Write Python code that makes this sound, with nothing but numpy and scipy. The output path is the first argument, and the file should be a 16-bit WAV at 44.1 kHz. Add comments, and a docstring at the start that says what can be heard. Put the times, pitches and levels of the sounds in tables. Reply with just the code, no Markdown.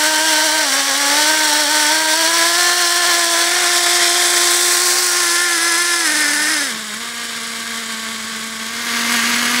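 """On a lawn, a propeller-driven model car with a tiny two-stroke nitro engine revs, drives past and away,
and drops to idle; then the idling engine is heard close by. Every firing sends a pulse down the exhaust
pipe, shakes the metal and lets out a rasping jet of gas; their mix depends on the side facing the listener.
The propeller adds blade tones that follow the engine's speed with a lag. A faint outdoor rumble lies below."""
import sys
import numpy as np
from scipy import signal
from scipy.fft import rfft, irfft, next_fast_len
from scipy.io import wavfile
from scipy.ndimage import uniform_filter1d, map_coordinates

SR = 44100
rng = np.random.default_rng(int(sys.argv[2]) if len(sys.argv) > 2 else 0)


def unload_audio(sound):
    """Save the sound as a 16-bit wav file, at the path given as the first command line argument."""
    columns = np.transpose(np.atleast_2d(sound))
    # keep every value between -1 and 1, then stretch to whole-number steps
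    steps = np.round(np.clip(columns, -1, 1) * 32767)
    wavfile.write(sys.argv[1], SR, steps.astype(np.int16))


N = 423360  # samples, 9.6 s

# How fast the engine fires. Each row: time in seconds, firings a second.
SPEED = [(0.0, 307.8), (0.61, 316.7), (0.7, 268.7), (0.99, 276.7), (1.31, 313.6), (1.63, 292.4),
         (2.06, 309.7), (2.17, 323.5), (2.65, 350.5), (3.15, 347.7), (3.29, 334.5), (3.61, 355.8),
         (3.64, 348.4), (5.21, 356.3), (5.29, 342.2), (5.43, 355.9), (5.59, 329.9), (5.86, 349.3),
         (6.01, 339.2), (6.09, 307.2), (6.26, 297.6), (6.5, 308.5), (6.63, 294.5), (6.71, 231.4),
         (6.74, 223.4), (6.92, 210.4), (7.03, 234.7), (8.18, 223.4), (8.61, 224.5), (8.85, 235.4),
         (9.3, 235.6), (9.6, 244.4)]
# How the car stands to the listener. Each row: time in seconds, bearing (0 standing, 1 passing,
# 2 turning away, 3 leaving, 4 idling far off, 5 idling close by; values between are a blend).
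BEARING = [(0, 0), (3.05, 0), (4.15, 1), (4.45, 1.5), (5.0, 2), (5.38, 3), (6.65, 3), (6.73, 4), (8.55, 4),
           (9.1, 5), (9.6, 5)]
FULL_HZ = 356.1  # firings a second at full throttle


def amp(db):
    """Turn decibels into a gain."""
    return 10 ** (np.asarray(db) / 20)


def unit(x):
    """Scale a sound to an rms of 1."""
    return x / np.sqrt(np.mean(x ** 2) + 1e-20)


def curves(rows):
    """Draw straight lines between the rows: one value per sample for each column after the time."""
    seconds, *columns = np.transpose(rows)
    return [np.interp(np.arange(N) / SR, seconds, column) for column in columns]


def wobble(rate):
    """A smooth random curve through `rate` random points a second."""
    points = rng.standard_normal(int(N * rate / SR) + 4)
    return map_coordinates(points, [np.arange(N) * rate / SR])


def coloured(x, points):
    """Filter x to a (Hz, dB) shape that closes an octave past each end, without pre-ringing, at rms 1."""
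    size, closed_db = 4096, -90
    hz, db = np.transpose(points)
    hz = np.r_[hz[0] / 2, hz, hz[-1] * 2]
    db = np.r_[closed_db, db, closed_db]
    bins_hz = np.fft.rfftfreq(size, 1 / SR)
    log_gain = np.log(amp(np.interp(np.log(bins_hz + 1), np.log(hz), db)))
    # folding the cepstrum forward makes the filter respond only after its input
    cepstrum = irfft(log_gain)
    cepstrum[1:size // 2] *= 2
    cepstrum[size // 2 + 1:] = 0
    response = irfft(np.exp(rfft(cepstrum)))
    return unit(signal.oaconvolve(x, response)[:N])


def at_bearing(values, bearing):
    """Glide through one value or curve per bearing."""
    return sum(np.clip(1 - abs(bearing - k), 0, 1) * value for k, value in enumerate(values))


def morph(x, colours, position):
    """Cross-fade through a row of colours as position goes 0, 1, 2, .."""
    return at_bearing([coloured(x, colour) for colour in colours], position)


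def blend(clean, noise, share):
    """Mix two unrelated sounds; share is the noise's part of the power, 0-1."""
    share = np.clip(share, 0, 1)
    return np.sqrt(1 - share) * clean + np.sqrt(share) * noise


def engine():
    """Hum, pipe bark, rasp and fizz all follow the same uneven firings, one per turn of the crank."""
    # The engine's loudness at the listener. Each row: time in seconds, level in dB.
    loudness = [(0, -13.5), (.93, -15), (1.08, -13.5), (1.98, -14), (2.01, -15.5), (2.2, -13), (3.15, -14),
                (3.45, -15), (4.45, -15), (4.97, -15.5), (5.12, -16.8), (5.33, -14.5), (6.63, -16.5),
                (6.75, -24.5), (6.88, -26.5), (7.2, -24.5), (8.58, -25.5), (9.15, -15.5), (9.6, -16.2)]
    # One row per bearing: pipe bark in dB, jet rasp in dB, fizz in dB (all relative to the loudness),
    # turbulent share of the bark 0-1, suction pulse as the port shuts 0-1.
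    sides = [(-5.5, -4, -8.5, 0.42, 0.22), (-6, -2, -5, 0.87, .02), (-7.5, -2.5, -2.5, 0.94, 1),
             (-4.5, -5, -7, 0.23, .02), (-3.5, -4, -8.5, 0.6, 0), (-3.5, -4.5, -11.5, 0.66, 0.26)]
    # A moment of stuttering on part throttle: start in seconds, end in seconds.
    stutter_span = (6.06, 6.66)
    stutter_db, stutter_uneven_db = 1.5, 0.1  # louder bark, extra spread of the firings' strength
    stutter_jitter = .012  # extra jitter, as a share of the speed
    hunt_share, hunt_per_octave, hunt_rate = .006, .05, 24  # share of speed, more per octave of sag, points/s
    rough_per_octave = 0.23  # the bark breaks up as the speed sags below full throttle
    bark_swell_db, swell_rate = 0.8, 17  # bark's swell off idle, random points a second

    speed, = curves(SPEED)
    level_db, = curves(loudness)
    bearing, = curves(BEARING)
    bark_db, rasp_db, fizz_db, rough, suction = (at_bearing(column, bearing) for column in np.transpose(sides))
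    idle = np.clip(bearing - 3, 0, 1)
    sag_octaves = np.log2(FULL_HZ / speed) * (1 - idle)
    t = np.arange(N) / SR
    stutter = ((t > stutter_span[0]) & (t < stutter_span[1])).astype(float)
    stutter = uniform_filter1d(stutter, size=2000)

    # combustion is uneven: the speed wanders and each turn has its own strength
    hunt = (hunt_share + hunt_per_octave * sag_octaves) * wobble(hunt_rate)
    jitter = (.006 + 0.00506 * idle + stutter_jitter * stutter) * wobble(80)
    turns = np.cumsum(speed * (1 + hunt + jitter)) / SR
    luck = rng.standard_normal(N)[turns.astype(int)]
    strength = amp((0.91 + 0.18 * idle + stutter_uneven_db * stutter) * luck)

    bark_db = bark_db + stutter_db * stutter + bark_swell_db * (1 - idle) * wobble(swell_rate)
    rough = rough + rough_per_octave * sag_octaves
    exhaust = hum(turns, speed, luck, bearing, idle)
    exhaust = exhaust + amp(bark_db) * bark(turns, strength, bearing, idle, rough, suction)
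    # each firing also shakes the cylinder and the metal deck
    clatter = chassis(firings(turns, strength, scatter_s=.000016), t60=0.031)
    hiss = amp(rasp_db + 0.37 * wobble(90)) * rasp(turns, strength, clatter, bearing)
    hiss = hiss + amp(fizz_db + 0.94 * wobble(130)) * fizz(turns, strength, clatter, bearing)
    swell_db = 1.15 * (0.5 - idle) * wobble(swell_rate)  # vanishes halfway into idle
    return amp(level_db + swell_db) * (exhaust + hiss)


def firings(turns, strength, scatter_s):
    """One short pulse per turn of the crank, each slightly early or late."""
    at = np.interp(np.arange(1, int(turns[-1])), turns, np.arange(N))
    at = np.clip(at + scatter_s * SR * rng.standard_normal(len(at)), 8, N - 10)
    # a windowed sinc places each pulse between samples
    taps = at.astype(int)[:, None] + np.arange(-7, 9)
    offset = taps - at[:, None]
    shape = np.sinc(offset) * np.cos(np.pi * offset / 16) ** 2
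    return unit(np.bincount(taps.ravel(), (shape * strength[taps]).ravel(), N))


def jet(turns, strength, fall_db):
    """Gas noise that bursts when the exhaust port opens and fades by fall_db over the turn."""
    return unit(rng.standard_normal(N) * strength * amp(-fall_db * (turns % 1)))


def bark(turns, strength, bearing, idle, rough, suction):
    """A push as the exhaust port opens and a suction as it shuts ring the pipe, amid turbulent gas."""
    # The pipe's ring standing, passing, leaving and idling. Each row: frequency in Hz, level in dB.
    pipe_standing = [(700, -66), (980, -16.5), (1090, -5.5), (1260, -17.5), (1420, -8.5), (1550, 0.5),
                     (1690, -3.5), (1790, -2), (1900, -9.5), (2120, -16), (2500, -37), (3200, -32)]
    pipe_passing = [(700, -50), (1100, -25), (1400, -6), (1600, -4), (1760, 0), (1900, -4), (2100, -3),
                    (2500, -13), (3200, -40)]
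    pipe_leaving = [(700, -50), (1080, -26), (1230, -11), (1400, -4), (1540, -4), (1720, 1), (1850, 1),
                    (2100, -6), (2450, -17), (3200, -40)]
    pipe_idle = [(600, -38), (800, -3), (930, -6), (1130, 4.5), (1350, -12), (1580, 4), (1830, 1.5),
                 (2120, 1.5), (2500, -18), (3200, -41)]
    # Turbulence leaving the pipe, under throttle and at idle. Each row: frequency in Hz, level in dB.
    puff_throttle = [(25, -73), (80, -35.5), (170, -20), (260, -25.5), (450, -11), (800, -6.5), (1150, -5),
                     (1550, 1.5), (1800, 2), (2150, 1), (2500, -4), (3200, -20)]
    puff_idle = [(25, -42), (80, -31), (170, -18), (300, -10.5), (550, -12), (820, -14), (1150, -1),
                 (1350, -3.5), (1580, 2), (1900, -2.5), (2150, 1.5), (2500, -6), (3200, -12.5)]
    port_open = 1 / 6  # share of a turn

    push = firings(turns, strength, scatter_s=.000016)
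    pull = firings(turns - port_open, strength, scatter_s=.000012)
    pulses = (suction * pull - push) * amp(2.4 * suction)
    pipe_colours = [pipe_standing, pipe_passing, pipe_passing, pipe_leaving, pipe_idle, pipe_idle]
    pipe = morph(pulses, pipe_colours, bearing)
    puff = morph(jet(turns, strength, fall_db=2.5), [puff_throttle, puff_idle], idle)
    return blend(pipe, puff, rough)


def hum(turns, speed, luck, bearing, idle, count=3):
    """The lowest multiples of the firing rate slide through the exhaust's resonances and swell with luck."""
    # How strongly the exhaust sounds at each bearing.
    # Each row: frequency in Hz, level in dB relative to the loudness.
    hum_standing = [(265, -19), (310, -16.5), (530, -22), (620, -15), (700, -14.5), (800, -18.5),
                    (900, -10.5), (1060, -16)]
    hum_passing = [(350, -13.5), (710, -13), (1060, -15.5)]
    hum_turning = [(355, -13.5), (710, -23), (1065, -13.5)]
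    hum_leaving = [(300, -15), (345, -16.5), (600, -23.5), (700, -32.5), (900, -23), (1030, -15.5)]
    hum_idle = [(210, -13), (224, -10.5), (238, -18), (460, -21), (700, -24)]
    hum_close = [(240, -11.5), (480, -28), (720, -30.5)]
    colours = [hum_standing, hum_passing, hum_turning, hum_leaving, hum_idle, hum_close]

    surge_db = (0.74 + 0.62 * idle) * uniform_filter1d(luck, size=130) + .5 * wobble(45)
    out = np.zeros(N)
    for k in range(1, count + 1):
        db = at_bearing([np.interp(k * speed, *np.transpose(c)) for c in colours], bearing)
        flutter_db = k * (0.62 + 0.23 * idle) * wobble(70)  # higher tones flutter more
        out -= amp(db + surge_db + flutter_db) * np.sqrt(2) * np.cos(2 * np.pi * k * turns)
    return out


def chassis(x, t60, count=17):
    """Dense metal ringing, even in overall colour, whose fine pattern shifts as car and listener move."""
    t = np.arange(SR // 50) / SR
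    place = np.linspace(0, count - 1, N)
    out = np.zeros(N)
    for k in range(count):
        # noise that would fade by 60 dB in t60 seconds, cut off after 20 ms
        modes = rfft(rng.standard_normal(len(t)) * amp(-60 * t / t60))
        ring = irfft(modes / np.sqrt(uniform_filter1d(abs(modes) ** 2, size=11)))
        near = abs(place - k) < 1
        fade = np.cos(np.pi / 2 * (place[near] - k))
        out[near] += fade * signal.oaconvolve(x[near], unit(ring))[:near.sum()]
    return unit(out)


def rasp(turns, strength, clatter, bearing):
    """The harsh middle treble: metal clatter and bursts of exhaust gas, coloured by the car's bearing."""
    # One colour per bearing. Each row: frequency in Hz, level in dB.
    rasp_standing = [(1800, -19), (2500, -19), (2850, -4.5), (3280, -1), (3700, -3.5), (4500, 0.5),
                     (5000, -5), (5600, 1), (6300, -5), (6900, -9), (8000, -13)]
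    rasp_passing = [(1800, -41), (2400, -11.5), (2750, -9), (3150, 3), (3600, 6.5), (4200, 0.5), (4600, -1),
                    (5150, 5), (5800, 2), (6900, -0.5), (8000, -19)]
    rasp_turning = [(1800, -30), (2400, -11), (2800, -8), (3400, -6.5), (4100, -3.5), (4700, 1), (5200, -3),
                    (5800, 0.5), (6900, -4), (8000, -34)]
    rasp_leaving = [(1800, -35), (2500, -7), (2750, -7), (3100, -2), (3700, -1), (4200, -2), (4950, -1),
                    (5170, 6), (5400, -1), (6100, 0), (6950, -6), (8000, -30)]
    rasp_idle = [(1800, -45), (2500, -23), (2750, -5.5), (3200, 2), (3800, 1.5), (4300, -1.5), (4900, -0.5),
                 (5600, -2.5), (6500, -5.5), (6900, 0.5), (8000, -26)]
    rasp_close = [(1800, -47), (2500, -1), (2750, -1), (3200, 3), (3800, -1), (4300, 1.5), (4900, 0.5),
                  (5600, -2.5), (6500, -1.5), (6900, -2), (8000, -21)]
    colours = [rasp_standing, rasp_passing, rasp_turning, rasp_leaving, rasp_idle, rasp_close]
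    mixed = blend(clatter, jet(turns, strength, fall_db=1.5), share=.68)
    return morph(mixed, colours, bearing)


def fizz(turns, strength, clatter, bearing):
    """The top treble: mostly gas bursts that fade faster within each turn, with a little clatter."""
    # One colour per bearing; turning away sounds as standing. Each row: frequency in Hz, level in dB.
    fizz_standing = [(6000, -30), (7100, -2), (7900, 1), (8600, 0), (10000, -6), (10800, -6), (11600, -11),
                     (12600, -10.5), (13600, -15), (15000, -11), (15800, -13)]
    fizz_passing = [(6000, -30), (7100, -2), (7600, -1), (7820, 3), (8100, 0), (9600, -3), (10800, -7),
                    (11800, -11.5), (12800, -12), (13900, -21), (15500, -19)]
    fizz_leaving = [(6000, -30), (7100, -4), (7800, 1), (8600, -1), (9800, -1), (10700, -5), (11500, -11),
                    (12800, -12), (13800, -22), (15400, -17)]
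    fizz_idle = [(6000, -30), (7100, -2), (7400, -2), (7850, 3), (8500, -2), (9600, -4), (10900, -6),
                 (11900, -11), (13000, -13), (14300, -18), (15500, -15)]
    fizz_close = [(6000, -34), (7100, -14), (7850, 6.5), (8500, 0), (9600, -0.5), (10900, 1), (11900, -4),
                  (13000, -6), (14300, -12), (15500, -7)]
    colours = [fizz_standing, fizz_passing, fizz_standing, fizz_leaving, fizz_idle, fizz_close]
    mixed = blend(clatter, jet(turns, strength, fall_db=5.0), share=0.94)
    return morph(mixed, colours, bearing)


def propeller():
    """Blade tones trail the engine's speed and fade out at idle; from behind the lower ones dominate."""
    # Each row: multiple of the blade rate, level in dB from the side, level in dB from behind.
    blade_tones = [(1, -32, 1.5), (2, -13, -1), (3, 3.5, -8), (4, -3, -49), (5, -32, -40)]
    # Each row: time in seconds, how far the propeller is heard from behind 0-1.
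    behind_rows = [(0, 0.02), (6, 0.4), (6.2, 0.97), (9.6, 1)]
    full_blade_hz, lag_s = 259.7, .15  # blade passes a second at full throttle, lag
    slip = 1.5  # power of the engine speed that the propeller follows
    full_db, db_per_octave, behind_db = -33, 6.5, -9  # at full throttle, growth with speed, change from behind

    speed, = curves(SPEED)
    bearing, = curves(BEARING)
    behind, = curves(behind_rows)
    step = 1 / (lag_s * SR)

    def trail(x):
        """Follow x with the lag."""
        return x[0] + signal.lfilter([step], [1, step - 1], x - x[0])

    spin = (trail(speed) / FULL_HZ) ** slip
    driven = trail(np.clip(4 - bearing, 0, 1))
    phase = 2 * np.pi * np.cumsum(full_blade_hz * spin * (1 + 0.0047 * wobble(22))) / SR
    tones = np.zeros(N)
    for order, side_db, rear_db in blade_tones:
        tone_db = side_db + behind * (rear_db - side_db) + 2.5 * wobble(14)
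        tones += amp(tone_db) * np.sin(round(order) * phase)
    level_db = full_db + db_per_octave * np.log2(spin) + behind_db * behind
    return driven * amp(level_db) * tones


def outdoors():
    """The faint rumble of the neighbourhood: coloured noise with a gently wavering level."""
    # The rumble's colour. Each row: frequency in Hz, level in dB.
    air_colour = [(20, -12), (50, -4), (100, 0.5), (200, 0), (500, -17), (2000, -4), (15000, -56)]
    # Each row: time in seconds, level in dB.
    air_level = [(0, -58.5), (5.5, -59), (7, -51), (8.5, -46.5), (9.6, -50)]
    level_db, = curves(air_level)
    return amp(level_db + 0.68 * wobble(14)) * coloured(rng.standard_normal(N), air_colour)


def scene():
    """Add the sources and send the same sum to both channels."""
    return np.tile(engine() + propeller() + outdoors(), (2, 1))


def record(dry):
    """Round off the highest peaks and keep nothing above the band limit."""
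    ceiling, hardness, top_hz = .9, 6, 15750
    held = dry / (1 + abs(dry / ceiling) ** hardness) ** (1 / hardness)
    size = next_fast_len(N + SR // 2)
    passed = np.fft.rfftfreq(size, 1 / SR) < top_hz
    return irfft(rfft(held, size) * passed, size)[:, :N]


dry = scene()
out = record(dry)
unload_audio(out)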